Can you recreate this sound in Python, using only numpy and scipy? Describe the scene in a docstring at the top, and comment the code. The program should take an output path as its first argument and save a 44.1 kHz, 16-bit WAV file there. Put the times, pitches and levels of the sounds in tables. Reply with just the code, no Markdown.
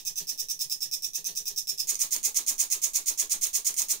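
"""A desk in a small, quiet room: split-flap modules step through their letters, one alone, then four together.
Each step is a quickening train of frictional ratchet ticks that drives the resonances of the plastic case.
The force grows as the flap bends and dies as it slips free; the flap then patters down with a soft thud.
Now and then a flap catches and slaps. The room reverberates briefly after every step."""
import sys
import numpy as np
from scipy import signal
from scipy.fft import rfft, irfft
from scipy.io import wavfile
from scipy.ndimage import uniform_filter1d

SR = 44100
rng = np.random.default_rng(int(sys.argv[2]) if len(sys.argv) > 2 else 0)


def to_wav(sig):
    """Store sig (one row per channel, or 1-D mono) as 16-bit WAV at the path in sys.argv[1].

    Samples outside -1..1 are clipped; the rate is SR.
    """
    pcm = np.clip(np.atleast_2d(sig), -1, 1) * 32767
    pcm = np.round(pcm).astype(np.int16)
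    wavfile.write(sys.argv[1], SR, pcm.T)  # frames by channels


N = 176400

# All levels in the tables are relative.
# spectrum of the room's background noise [f/Hz, level/dB]
BACKGROUND_SPECTRUM = [(12, 14.5), (30, -8), (48, -10.5), (75, -16), (140, -14), (300, -23), (1000, -30),
                       (4000, -45.5), (15000, -41.5)]
# steps of the lone module [t/s, ratchet level/dB, fall level/dB, bent flap's resonance f/Hz]
LONE_STEPS = [(-.058, 3.5, -55, 5800), (.05, -28.5, -59.5, 6050), (.157, -28.5, -53.5, 6080),
              (0.2702, -28, -57, 5640), (0.3762, -28, -58.5, 5600), (0.4854, -27.5, -63, 5850),
              (0.5913, -26.5, -59.5, 5300), (0.6974, -26.5, -62.5, 5220), (0.8052, -27.5, -59, 5350),
              (0.9126, -27, -63, 5380), (1.0215, -28, -61.5, 5580), (1.1337, -28, -55.5, 6000),
              (1.243, -28, -53, 5980), (1.3515, -28.5, -59, 5770), (1.455, -28.5, -57, 5720),
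              (1.5612, -26.5, -67, 5600), (1.671, -26.5, -57.5, 5300), (1.7767, -26, -58, 5280)]
# steps of the group [t/s, ratchet level/dB, fall level/dB]
GROUP_STEPS = [(1.871, -27.5, -52.5), (1.99, -26, -51.5), (2.107, -27.5, -51), (2.229, -26, -52.5),
               (2.344, -26, -50.5), (2.463, -25.5, -52), (2.58, -25.5, -51.5), (2.7, -26.5, -52.5),
               (2.816, -26, -54), (2.934, -26.5, -52.5), (3.058, -26.5, -52.5), (3.175, -26.5, -50),
               (3.295, -26.5, -51.5), (3.411, -26.5, -50.5), (3.53, -26, -53), (3.646, -26, -52.5),
               (3.764, -26.5, -51), (3.884, -26, -51.5)]
# slaps of caught flaps [t/s, level/dB]
SLAPS = [(1.944, -35), (1.954, -31), (2.163, -29), (2.629, -35), (2.637, -33.5), (3.469, -31),
         (3.741, -35.5), (3.818, -27), (3.823, -34.5)]
# broad frequency response of the cases [f/Hz, level/dB]
LONE_CASE = [(500, -51.5), (1400, -84), (1850, -28), (2150, -35.5), (2450, -10), (2900, -21.5), (3600, -11),
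             (4650, -16), (5050, -2), (6400, -4), (7200, -8), (10000, -4), (12500, -9.5), (14500, -5.5),
             (15700, -5)]
GROUP_CASE = [(400, -39), (1000, -31), (1650, -33), (2100, -11), (2500, -11.5), (2850, -17.5), (3600, -13),
              (4700, -9), (5300, -3.5), (6000, 0.5), (6600, 2.5), (7700, -5.5), (8700, 0), (11000, -6),
              (13000, -7.5), (15000, -5.5)]
# narrow modes of the cases [f/Hz, bandwidth/Hz, level/dB re the broad response]
LONE_MODES = [(1850, 130, 9), (3600, 400, -3), (5330, 60, -11), (5480, 70, -10), (5730, 70, -7),
              (12000, 100, -6), (14500, 90, -5)]
GROUP_MODES = [(6640, 200, -4), (7045, 50, -4), (7345, 40, -2), (8520, 45, -6), (13740, 100, -6),
               (14880, 70, -4), (15290, 50, -6)]
# spectra of the falling flaps [f/Hz, level/dB]
LONE_FALL_SPECTRUM = [(80, -14.5), (135, 5), (200, 0), (290, -2.5), (470, 0.5), (650, -8.5), (880, -3.5),
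                      (1350, -18), (1820, -2.5), (2200, -7), (3500, 3), (7000, -3.5)]
GROUP_FALL_SPECTRUM = [(80, -8), (135, -9.5), (200, -0.5), (400, 1), (650, -3), (950, 1), (1600, -3),
                       (2400, 0), (4000, 6), (7000, -12.5)]
# microphone response, left minus right [f/Hz, level/dB]
MIC_BALANCE = [(1000, -0.5), (2500, 1.5), (3400, 0), (4400, -9), (5200, -10.5), (6600, -13), (8400, -8.5),
               (9800, -3.5), (11500, 9), (14000, 10)]
# force on a bending flap [peak t/s, starting level/dB, release rate/(dB/s)]
LONE_BEND = (0.026, -4, 760)
GROUP_BEND = (.023, -6, 560)

STEP_S = .1  # duration of one excitation
STEP_TIME = np.arange(int(STEP_S * SR)) / SR


def undb(db):
    """Amplitude ratio of a level in decibels."""
    return 10 ** (np.asarray(db) / 20)


def unit_energy(x):
    """Normalisation to an energy of 1."""
    return x / np.sqrt(np.sum(x ** 2))


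def add(track, at, sound, db):
    """Superposition: mix in a sound with the energy of half a step at an RMS level of db."""
    start = int(at * SR)
    lo, hi = max(start, 0), min(start + len(sound), N)
    if hi > lo:
        track[lo:hi] += (unit_energy(sound) * np.sqrt(STEP_S * SR / 2) * undb(db))[lo - start:hi - start]


def gain_curve(points, size=8192):
    """Magnitude response through (f/Hz, level/dB) points, interpolated in log frequency."""
    hz, db = np.array(points, float).T
    return undb(np.interp(np.log(np.fft.rfftfreq(size, 1 / SR) + 1), np.log(hz), db))


def minimum_phase(gain):
    """Folding the cepstrum gives the most compact causal impulse response with these gains."""
    cepstrum = irfft(np.log(gain))
    half = len(cepstrum) // 2
    cepstrum[1:half] *= 2
    cepstrum[half + 1:] = 0
    return irfft(np.exp(rfft(cepstrum)))[:half]


def crossover(x, hz):
    """Power-complementary filtering: the parts below and above a frequency."""
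    ratio = (np.fft.rfftfreq(x.shape[-1], 1 / SR) / hz) ** 2
    low = rfft(x) / np.hypot(1, ratio)
    return irfft(low, x.shape[-1]), irfft(low * ratio, x.shape[-1])


def whiten(response, bins=120):
    """Spectral whitening: the broad colour goes flat, the fine interference ripple stays."""
    power = uniform_filter1d(np.abs(rfft(response)) ** 2, bins)
    return signal.fftconvolve(response, minimum_phase(1 / np.sqrt(power)))[:len(response)]


def resonator(spectrum, modes=(), size=8192):
    """Modal superposition: impulse response of a broad spectrum with damped resonances on top."""
    f = np.fft.rfftfreq(size, 1 / SR)
    peaks = sum(undb(db) / (1 + 2j * (f - hz) / width) for hz, width, db in modes)
    return minimum_phase(gain_curve(spectrum) * np.abs(1 + peaks))


def background(db=-56, side_db=-4):
    """Stationary noise: the room's faint rumble and hiss, partly coherent between left and right."""
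    colour = unit_energy(resonator(BACKGROUND_SPECTRUM))
    mid, side = (signal.fftconvolve(rng.standard_normal(N), colour)[:N] for _ in range(2))
    return undb(db) * (mid + undb(side_db) * side * np.array([[1], [-1]]))


def room(x, tail_db=-1, desk_db=5):
    """Reverberation: direct sound, early reflections off the cluttered desk and an exponential tail."""
    desk_t60_s, tail_t60_s, treble_t60_s = .011, .18, .17
    tail_delay_s, bass_hz, treble_hz = .0062, 844, 7560
    t = np.arange(SR // 2) / SR

    def diffuse_field(t60_s):
        """Decaying noise in which only the long waves are alike at both sides."""
        coherent = rng.standard_normal(len(t)) + undb(-5) * rng.standard_normal((2, len(t)))
        bass, _ = crossover(coherent, bass_hz)
        _, upper = crossover(rng.standard_normal((2, len(t))), bass_hz)
        return (bass + upper) * np.exp(-np.log(1000) * t / t60_s)

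    desks = diffuse_field(desk_t60_s)
    low_tails, _ = crossover(diffuse_field(tail_t60_s), treble_hz)
    _, high_tails = crossover(diffuse_field(treble_t60_s), treble_hz)
    tails = (low_tails + high_tails) * (t > tail_delay_s) * (t < .49)  # the window ends in silence
    responses = [(t == 0) + undb(desk_db) * unit_energy(desk) + undb(tail_db) * unit_energy(tail)
                 for desk, tail in zip(desks, tails)]
    return np.array([signal.oaconvolve(x, whiten(response))[:N] for response in responses])


def falling_flaps(steps, spectrum, gain_db):
    """Impact noise: each freed flap patters onto the stack and the desk answers with a soft thud."""
    peak_s, rise_s, decay_s, grit = .048, .008, .02, .6
    thud_hz, thud_lag_s = 277, .01193
    out, ring, t = np.zeros(N), resonator(spectrum), STEP_TIME
    swell = np.where(t < peak_s, np.exp((t - peak_s) / rise_s), np.exp((peak_s - t) / decay_s))
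    for at, _, fall_db, *_ in steps:
        noise = rng.standard_normal(len(t))
        roughness = np.exp(grit * np.clip(rng.standard_normal(len(t)), -2, 2))
        add(out, at, signal.fftconvolve(swell * noise * roughness, ring), fall_db + gain_db)
    thud, patter = crossover(out, thud_hz)
    return patter + np.roll(thud, int(thud_lag_s * SR))


def slaps(decay_s=.0018, gain_db=-4.5):
    """Impulsive excitation: a caught flap snaps against the case, which rings freely."""
    out, case = np.zeros(N), resonator(GROUP_CASE, GROUP_MODES)
    for at, db in SLAPS:
        impact = rng.standard_normal(len(STEP_TIME)) * np.exp(-STEP_TIME / decay_s)
        add(out, at, signal.fftconvolve(impact, case), db + gain_db)
    return out


def ratchet(bend, ticks=20):
    """Friction: scraping ticks come ever faster, swell as the flap bends and die once it slips free."""
    first_gap_s, last_gap_s, speedup_ticks, gap_scatter = .0064, .0014, 2.292, .063
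    scrape_s, tick_scatter_db, rub_db, grit = .0019, 1.6, -15, .3
    peak_s, start_db, release_db_per_s = bend
    t = STEP_TIME
    gap_jitter, level_jitter = rng.standard_normal((2, ticks))
    gaps = last_gap_s + (first_gap_s - last_gap_s) * np.exp(-np.arange(ticks) / speedup_ticks)
    gaps *= np.exp(gap_scatter * gap_jitter)
    contact = np.full(len(t), undb(rub_db))  # steady rubbing under the ticks
    for at, gain in zip(np.cumsum(gaps) - gaps, undb(tick_scatter_db * level_jitter)):
        age = np.maximum(t - at, 0) / scrape_s
        contact += 2 * gain * np.sqrt(age) * np.exp(-age ** 2)
    force_db = np.where(t < peak_s, start_db * (1 - t / peak_s), -release_db_per_s * (t - peak_s))
    friction = rng.standard_normal(len(t)) * np.exp(grit * rng.standard_normal(len(t)))
    return contact * undb(force_db) * friction


def lone_module(gain_db=-1, flap_width_hz=350, flap_db=6.5):
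    """Forced vibration: the ratchet drives the case, and each bent flap adds a resonance of its own."""
    out = np.zeros(N)
    for at, db, _, flap_hz in LONE_STEPS:
        case = resonator(LONE_CASE, LONE_MODES + [(flap_hz, flap_width_hz, flap_db)])
        add(out, at, signal.fftconvolve(ratchet(LONE_BEND), case), db + gain_db)
    return room(out)


def module_group(count=4, stagger_s=.003, gain_db=2.5):
    """Incoherent addition: modules step almost together, each with the reflections of its own place."""
    out, case = 0, resonator(GROUP_CASE, GROUP_MODES)
    for place in range(count):
        module = np.zeros(N)
        for at, db, _ in GROUP_STEPS:
            lag = stagger_s * place / (count - 1) * rng.uniform(.5, 1.5)
            add(module, at + lag, signal.fftconvolve(ratchet(GROUP_BEND), case), db + gain_db)
        out = out + room(module)
    return out / np.sqrt(count)


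def scene():
    """Linear superposition of the modules, their flaps and the room's background, in stereo."""
    falls = falling_flaps(LONE_STEPS, LONE_FALL_SPECTRUM, gain_db=10.5)
    falls += falling_flaps(GROUP_STEPS, GROUP_FALL_SPECTRUM, gain_db=7.5)
    modules = lone_module() + module_group()
    return modules + room(slaps()) + room(falls, tail_db=-1.5, desk_db=-20) + background()


def record(dry, gain_db=-2, cutoff_hz=15650):
    """Microphone response: the right favours 4-10 kHz, the left the treble above; both are low-passed."""
    tilt = np.sqrt(gain_curve(MIC_BALANCE))
    heard = np.array([signal.fftconvolve(x, minimum_phase(gain))[:N]
                      for x, gain in zip(dry, (tilt, 1 / tilt))])
    lowpass = signal.ellip(10, .2, 70, cutoff_hz, fs=SR, output="sos")
    return signal.sosfilt(lowpass, heard * undb(gain_db))


dry = scene()
out = record(dry)
to_wav(out)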